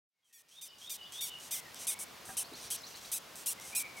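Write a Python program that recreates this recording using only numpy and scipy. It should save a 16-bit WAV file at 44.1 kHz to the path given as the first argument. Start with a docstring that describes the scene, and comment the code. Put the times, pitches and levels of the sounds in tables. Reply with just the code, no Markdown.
"""The whole scene fades in together: a faint outdoor hush, far-off bird whistles and, close by, the squeaks
of a hand-held beetle. Hush: shaped stereo noise. Birds: gliding near-sines with a diffuse echo.
Beetle (stridulation): nodding draws a scraper over a file of ridges, a quiet slow back stroke, then a loud forward
stroke; each is a train of sharp ticks that speeds up and slows down, coloured by the body.
Later come one hollow knock (damped modes) and soft handling bumps (band-passed noise puffs)."""
import sys
import numpy as np
from scipy import signal
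from scipy.fft import rfft, irfft
from scipy.io import wavfile

SR = 44100
rng = np.random.default_rng(int(sys.argv[2]) if len(sys.argv) > 2 else 0)


def bounce(signal):
    """Save signal as a 16-bit WAV file at the path given by the first command-line argument."""
    frames = np.transpose(np.atleast_2d(signal))
    limited = np.clip(frames, -1, 1)
    pcm = np.round(limited * 32767).astype(np.int16)
    wavfile.write(sys.argv[1], SR, pcm)


N = 176400
TIME = np.arange(N) / SR

# All levels are relative, ahead of the group gains and the fade.
# hush spectrum: (f/Hz, density level/dB)
HUSH_SPECTRUM = [(25, -20), (65, -7), (170, -1.5), (330, -2.5), (650, -1), (1000, -0.5), (1700, -4.5),
                 (3200, -5.5), (5000, -7.5), (8500, -14), (14500, -16.5), (16000, -17)]
# slow level of the low hush: (t/s, level/dB)
LOW_HUSH_LEVEL = [(0, -9.5), (.4, -1.5), (.65, -2), (1.0, -1.5), (1.6, -.5), (2.3, 1), (3.2, -.5), (4, 1.5)]
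# likeness of the left and right hush: (f/Hz, left-right correlation)
EAR_CORRELATION = [(40, 0.81), (125, 1), (250, .55), (550, 0.5), (1100, 0.56), (2500, 0.74), (5000, 0.84),
                   (9000, 0.97), (14000, 1)]
HUSH_DB, HUSH_SPLIT_HZ = -51, 1800

# bird whistles: (t/s, duration/s, start f/Hz, middle f/Hz, end f/Hz, level/dB)
BIRD_WHISTLES = [(.12, 0.12, 2200, 2170, 2020, -57), (.22, 0.072, 3300, 3180, 3050, -50),
                 (.29, 0.138, 1970, 1858, 1870, -48), (0.273, 0.16, 2600, 2530, 2350, -52.5),
                 (.51, .07, 3115, 3370, 3530, -45.5), (.565, 0.05, 3585, 3625, 3590, -39.5),
                 (.67, .08, 3000, 2950, 2960, -48), (.81, 0.072, 3190, 3357, 3650, -44),
                 (.855, 0.076, 3600, 3677, 3620, -44.5), (.98, .10, 3020, 2953, 2940, -45.5),
                 (1.045, 0.044, 2994, 3490, 3100, -50), (1.12, 0.08, 3163, 3410, 3550, -45.5),
                 (1.17, 0.066, 3530, 3670, 3575, -40.5), (1.28, 0.11, 2980, 2947, 2930, -47),
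                 (1.52, 0.086, 2097, 2074, 2080, -53.5), (1.65, 0.041, 1933, 1883, 1790, -53),
                 (1.89, 0.14, 2173, 2206, 2283, -53), (2.90, 0.098, 2650, 2935, 3520, -60),
                 (3.57, 0.034, 2045, 2065, 2120, -57), (3.63, 0.037, 2150, 2160, 2120, -53),
                 (3.72, 0.072, 2270, 2480, 2284, -44), (3.78, 0.096, 2332, 2310, 2237, -47),
                 (3.955, 0.073, 2280, 2200, 2210, -49.5)]
# a second bird's quick upward chirps: (t/s, duration/s, start f/Hz, end f/Hz, level/dB)
BIRD_CHIRPS = [(0.68, 0.015, 4860, 5500, -49), (0.696, .02, 4520, 4860, -50),
               (0.753, 0.02, 4650, 5070, -53), (1.023, .025, 4500, 5150, -55),
               (2.434, 0.028, 3700, 4840, -52), (2.529, 0.033, 3690, 4950, -52),
               (2.564, .03, 5100, 6500, -55), (2.598, .014, 4700, 5460, -52),
               (2.633, .03, 3690, 5000, -50.5), (2.666, .03, 5100, 6500, -57),
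               (2.74, 0.04, 3680, 5030, -54), (2.766, .03, 5100, 6630, -54.5),
               (2.803, 0.015, 4720, 5500, -54), (2.833, 0.023, 3790, 4800, -47),
               (2.856, .03, 5100, 6490, -52), (2.908, 0.015, 4700, 5500, -58),
               (2.941, 0.023, 3640, 4800, -49.5), (2.963, .03, 5100, 6500, -56),
               (3.008, .014, 4730, 5500, -68), (3.045, 0.017, 3700, 4800, -53),
               (3.07, .03, 5100, 6500, -59)]
BIRD_WAVER, BIRD_FLUTTER_DB = .019, 3.2   # scatter of pitch (share) and of level
BIRD_DRAWS_PER_S = 300                    # random points per second of waver and flutter
BIRDS_DB, ECHO_DB, ECHO_SIDE_DB, ECHO_T60_S = -1.5, -2.5, -7, .5

# back strokes of the scraper: (t/s, duration/s, top tick rate f/Hz, time to top rate/s,
#   braking exponent: higher brakes later, level/dB, shell resonance/dB, low partials/dB)
BACK_STROKE_EVENTS = [(.245, 0.077, 1130, 0.039, 2, -32.5, 0, 0),
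                      (.487, .113, 853, 0.069, 1.9, -32.5, 0, 5.5),
                      (.783, 0.1, 966, 0.063, 3.4, -33.5, -1.5, 5),
                      (1.122, 0.076, 975, .010, 5.3, -32, 0.5, 4),
                      (1.399, 0.094, 978, 0.057, 2.4, -35.5, 1.5, 3),
                      (1.756, .036, 629, 0.011, 2.1, -35.5, -2, 7.5),
                      (1.790, 0.07, 1023, 0.029, 2.5, -31.5, 2.5, 3),
                      (1.9902, 0.052, 1540, 0.033, 3.5, -27.5, 5, -6.5),
                      (2.254, 0.1, 661, 0.064, 2.2, -32, 1, -6.5),
                      (2.555, 0.062, 616, 0.038, 5, -35.5, -3, 5),
                      (2.612, 0.072, 483, 0.031, 4, -34.5, 3, 6.5),
                      (2.761, .040, 392, 0.0073, 1.84, -35, -7, 7.5),
                      (2.867, .080, 432, .040, 2, -33, -8, -1), (2.957, 0.042, 228, .015, 3, -29.5, -5, -3),
                      (3.013, 0.092, 706, 0.052, 2.7, -36, -2, 3),
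                      (3.356, 0.089, 677, 0.0043, 5.5, -31.5, -2, -4.5),
                      (3.610, 0.026, 737, 0.007, 4, -36.5, 3, 6),
                      (3.638, 0.1, 800, 0.032, 1.9, -33.5, 2.5, 0),
                      (3.968, .080, 650, 0.01, 2.7, -36, 1, 1)]
# forward strokes: same columns
FORWARD_STROKE_EVENTS = [(0.3274, .095, 1144, 0.016, 3.7, -22, -5.5, 0.5),
                         (0.613, 0.069, 1244, 0.021, 2.6, -23, -3.5, 2),
                         (0.896, 0.074, 1222, 0.02, 2.7, -21.5, -6, 1.5),
                         (1.2084, 0.091, 1156, 0.015, 3.3, -22, -6.5, 0),
                         (1.5099, 0.093, 1235, .018, 1.6, -22, -6, -0.5),
                         (1.8694, 0.073, 1257, 0.018, 1.87, -26, 5, 4.5),
                         (2.3695, 0.063, 1554, 0.019, 1.54, -28.5, 7, 6),
                         (2.7037, 0.062, 1630, .023, 2.8, -25.5, 0, 3.5),
                         (3.117, 0.069, 1314, 0.033, 3.1, -22.5, -2, -1.5),
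                         (3.4602, 0.074, 1430, .028, 2.2, -21.5, -2, -2),
                         (3.751, 0.076, 1361, 0.022, 2.5, -21, -1, -1.5)]
# the scraper catches on the file: (t/s, level/dB)
SCRAPER_CATCHES = [(.485, -31), (.784, -32), (1.122, -25), (1.125, -32), (1.386, -36), (1.7448, -26.5),
                   (2.536, -31), (2.819, -31.5), (3.356, -27.5), (3.599, -27.5)]
# scatter of back ticks, before skimming: (share of the stroke, share of a ridge spacing)
BACK_SCATTER = [(0, .06), (.55, .032), (1, .05)]
# scatter of forward ticks, even under pressure and ragged while braking: same columns
FORWARD_SCATTER = [(0, .014), (.2, .006), (.45, .008), (.66, .033), (1, .04)]
# scraper pressure along a back stroke: (share of the stroke, level/dB)
BACK_FORCE = [(0, -0.5), (.3, 0), (.55, 0), (.8, -1.5), (1, -3)]
# scraper pressure along a forward stroke: same columns
FORWARD_FORCE = [(0, 1), (.14, 2.5), (.38, 2.5), (.55, -1), (.75, -2), (1, -4)]
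# colour of one back tick: (f/Hz, level/dB)
BACK_COLOUR = [(1000, -41.5), (2300, -8), (3400, -3.5), (5000, -6), (5900, 4), (7000, -1.5), (8500, 2),
               (10000, -2.5), (11200, -4), (12600, -4.5), (14200, -11), (15800, -11)]
# colour of one forward tick: (f/Hz, level/dB)
FORWARD_COLOUR = [(1000, -49), (1900, -18), (2400, -12), (2900, -6.5), (3600, -5.5), (4400, -9.5),
                  (5200, -6.5), (6050, 0.5), (6850, -4.5), (8400, 3), (10000, 2.5), (11000, -1.5),
                  (12200, 0), (13800, -7.5), (15800, -10)]
FORWARD_START_HZ, BACK_START_HZ = 638, 402.5   # first tick rates, capped at the top rate
END_SPEED = .3                                 # last rate as a share of the top rate
SPEED_WOBBLE, WOBBLES_PER_S = .014, 260        # share of the rate; random points per second
SKIM_HZ, SKIM_JITTER = 1750, 9   # near this tick rate the scraper skims: weaker ticks, more scatter
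SHELL_HZ, SHELL_WIDTH_HZ, LOW_EDGE_HZ = 9760, 2500, 6100
RING_S, RING_DB = 0.001, -14     # decay constant and level of the body's ring after each tick
FORWARD_DB, BACK_DB = 8.5, 6.5   # group gains; catches share the forward one

# modes of the knocked body: (f/Hz, peak level/dB, t60/s)
KNOCK_BODY_MODES = [(768, -45, 0.11), (1000, -51, 0.066), (1260, -47, 0.057), (1600, -42.5, 0.047)]
KNOCK_S, KNOCK_SWELL_S = 2.287, 0.0057   # onset; time for the contact to peak

# soft handling bumps: (time halfway up the rise t/s, f/Hz, level/dB)
HANDLING_BUMPS = [(2.522, 340, -52), (2.543, 270, -69), (2.64, 80, -60), (3.075, 70, -61.5)]
BUMP_S = 0.0135                          # rise time, also the decay constant

# fade of the whole scene: (t/s, level/dB)
FADE_IN_LEVEL = [(0, -80), (.1, -48.5), (.2, -35), (.33, -26.5), (.46, -19.5), (.73, -10.5), (1.05, -5.5),
                 (1.35, -3), (1.75, -1.5)]
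CUTOFF_HZ = 15900


def from_db(db):
    """Level to amplitude: 20 dB is a factor of ten."""
    return 10 ** (np.asarray(db) / 20)


def along(rows, at):
    """Linear interpolation of a two-column curve."""
    return np.interp(at, *np.transpose(rows))


def at_hz(rows, hz):
    """Interpolation of a spectrum on a logarithmic frequency axis."""
    f, v = np.transpose(rows)
    return np.interp(np.log(hz + 1), np.log(f), v)


def add(out, s, x):
    """Superposition: sum x into out from time s."""
    i = max(int(s * SR), 0)
    out[i:i + len(x)] += x[:max(N - i, 0)]


def hush():
    """Partial coherence: mid and side noise mixed by correlation make far-off hush wide in the middle range."""
    hz = np.fft.rfftfreq(N, 1 / SR)
    gain = from_db(at_hz(HUSH_SPECTRUM, hz)) * (hz < CUTOFF_HZ)
    gain /= np.sqrt(np.mean(gain ** 2))
    alike = np.clip(at_hz(EAR_CORRELATION, hz), 0, 1)
    mid, side = rfft(rng.standard_normal((2, N)))
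    shared = np.sqrt((1 + alike) / 2) * mid
    opposed = np.sqrt((1 - alike) / 2) * side * [[1], [-1]]
    both = gain * (shared + opposed)
    low_share = 1 / (1 + (hz / HUSH_SPLIT_HZ) ** 4)
    low = irfft(both * low_share, N) * from_db(along(LOW_HUSH_LEVEL, TIME))
    high = irfft(both * (1 - low_share), N)
    return from_db(HUSH_DB) * (low + high)


def note(length, pitches, db):
    """Frequency modulation: phase integrates a polynomial glide with random waver; the level flutters."""
    u = np.linspace(0, 1, int(length * SR))
    draw_times = np.arange(100) / BIRD_DRAWS_PER_S
    waver, flutter = (np.interp(u * length, draw_times, c) for c in rng.standard_normal((2, 100)))
    glide = np.polyfit(np.linspace(0, 1, len(pitches)), pitches, len(pitches) - 1)
    hz = np.polyval(glide, u) * (1 + BIRD_WAVER * waver)
    envelope = np.sqrt(2 * np.abs(np.sin(np.pi * u)))
    level = from_db(db + BIRD_FLUTTER_DB * flutter)
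    return level * envelope * np.sin(2 * np.pi * np.cumsum(hz) / SR)


def birds():
    """Diffuse reflection: whistles and chirps convolved with a decaying noise echo for each side."""
    out = np.zeros(N)
    for s, length, start, middle, end, db in BIRD_WHISTLES:
        add(out, s, note(length, (start, middle, end), db))
    for s, length, start, end, db in BIRD_CHIRPS:
        add(out, s, note(length, (start, end), db))
    mid, side = rng.standard_normal((2, SR)) * from_db(-60 * TIME[:SR] / ECHO_T60_S)
    echo = mid + from_db(ECHO_SIDE_DB) * side * [[1], [-1]]
    echo /= np.linalg.norm(echo, axis=1, keepdims=True)
    reflected = signal.fftconvolve(out[None], echo, axes=1)[:, :N]
    return from_db(BIRDS_DB) * (out + from_db(ECHO_DB) * reflected)


def tick(colour, shell_db, low_db, size=512):
    """Minimum phase: folding the cepstrum gives one ridge strike a causal pulse with the body's colour."""
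    hz = np.fft.rfftfreq(size, 1 / SR)
    shell = shell_db * np.exp(-((hz - SHELL_HZ) / SHELL_WIDTH_HZ) ** 2)
    low = low_db / (1 + (hz / LOW_EDGE_HZ) ** 8)
    db = at_hz(colour, hz) + shell + low
    cepstrum = irfft(np.log(from_db(db)))
    cepstrum[1:size // 2] *= 2
    cepstrum[size // 2 + 1:] = 0
    return irfft(np.exp(rfft(cepstrum)))


def ring(size=160):
    """High modal density: many overlapping modes act as a short decaying noise, here of unit energy."""
    t = np.arange(size) / SR
    x = rng.standard_normal(size) * np.exp(-t / RING_S) * (1 - np.exp(-4 * t / RING_S))
    return x / np.linalg.norm(x)


def stroke(row, pressure, colour, jitter, start_hz, push, uneven_db, grit_db, size=8):
    """Stridulation: the scraper speeds up, then brakes; each ridge crossed gives a tick and a trace of grit."""
    _, length, top_hz, rise, hold, level_db, shell_db, low_db = row
    t = np.arange(int(length * SR)) / SR
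    speeding_up = (1 - min(start_hz / top_hz, 1)) * np.clip(1 - t / rise, 0, 1) ** push
    braking = (1 - END_SPEED) * np.clip((t - rise) / max(length - rise, .005), 0, 1) ** hold
    rate = top_hz * (1 - speeding_up - braking)
    rate *= 1 + SPEED_WOBBLE * np.interp(t * WOBBLES_PER_S, np.arange(64), rng.standard_normal(64))

    # a tick falls wherever the count of ridges passed reaches a whole number, give or take the scatter
    ridges = np.cumsum(rate) / SR
    count = min(int(ridges[-1]) + 1, 256)
    ridge = np.arange(count)
    chance = rng.standard_normal((256, 2))[:count]
    scatter = along(jitter, t / length) * (1 + SKIM_JITTER * (rate / SKIM_HZ) ** 12)
    when = np.interp(ridge + np.interp(ridge, ridges, scatter) * chance[:, 0], ridges, t)
    force = from_db(level_db + along(pressure, when / length) + uneven_db * chance[:, 1])
    force /= np.sqrt(1 + (np.interp(when, t, rate) / SKIM_HZ) ** 8)

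    # sinc pulses place the ticks between samples
    place = when * SR + size
    taps = place.astype(int)[:, None] + np.arange(-size, size + 1)
    pulses = force[:, None] * np.sinc(taps - place[:, None])
    clicks = np.bincount(taps.ravel(), pulses.ravel())

    body = np.convolve(clicks, ring())
    grit_envelope = np.sqrt(np.convolve(clicks ** 2, ring() ** 2))
    grit = grit_envelope * rng.standard_normal(SR // 2)[:len(body)]
    x = from_db(RING_DB) * body + from_db(grit_db) * grit
    x[:len(clicks)] += clicks
    return np.convolve(x, tick(colour, shell_db, low_db))[size:]   # drop the sinc lead-in


def beetle():
    """Superposed friction sources: back strokes, forward squeaks and the catches of the scraper."""
    out = np.zeros(N)
    for row in BACK_STROKE_EVENTS:
        x = stroke(row, BACK_FORCE, BACK_COLOUR, BACK_SCATTER, BACK_START_HZ,
                   push=1.3, uneven_db=1.5, grit_db=-10.5)
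        add(out, row[0], from_db(BACK_DB) * x)
    for row in FORWARD_STROKE_EVENTS:
        x = stroke(row, FORWARD_FORCE, FORWARD_COLOUR, FORWARD_SCATTER, FORWARD_START_HZ,
                   push=2.0, uneven_db=1.0, grit_db=-15)
        add(out, row[0], from_db(FORWARD_DB) * x)
    for s, db in SCRAPER_CATCHES:
        add(out, s, from_db(db + FORWARD_DB) * np.convolve(ring(), tick(BACK_COLOUR, 0, 0)))
    return out


def knock():
    """Modal excitation: a brief rough contact shakes a few damped modes into one faint hollow knock."""
    out, t = np.zeros(N), TIME[:SR // 4]
    contact = rng.standard_normal(len(t)) * t * np.exp(-t / KNOCK_SWELL_S)
    for hz, db, t60 in KNOCK_BODY_MODES:
        mode = np.sin(2 * np.pi * hz * t) * from_db(-60 * t / t60)
        x = signal.fftconvolve(contact, mode)
        add(out, KNOCK_S, from_db(db) * x / np.abs(x).max())
    return out


def bumps():
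    """Band-limited transients: short dull puffs of filtered noise as the hand shifts."""
    out, t = np.zeros(N), TIME[:SR // 4]
    envelope = t / BUMP_S * np.exp(1 - t / BUMP_S)
    for s, hz, db in HANDLING_BUMPS:
        band = signal.butter(2, [hz * 0.61, hz * 1.46], "band", fs=SR, output="sos")
        x = signal.sosfilt(band, rng.standard_normal(SR))[-len(t):]   # skip the filter's settling
        add(out, s - BUMP_S / 2, from_db(db) * x / x.std() * envelope)
    return out


def scene():
    """Linear superposition: beetle, knock and bumps centred, with the birds' echo and the hush spread wide."""
    return hush() + birds() + beetle() + knock() + bumps()


def record(dry):
    """Gain and low-pass filtering: the scene fades in and its top is cut steeply."""
    low_pass = signal.ellip(10, .1, 70, CUTOFF_HZ, fs=SR, output="sos")
    return signal.sosfilt(low_pass, dry * from_db(along(FADE_IN_LEVEL, TIME)))


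dry = scene()
out = record(dry)
bounce(out)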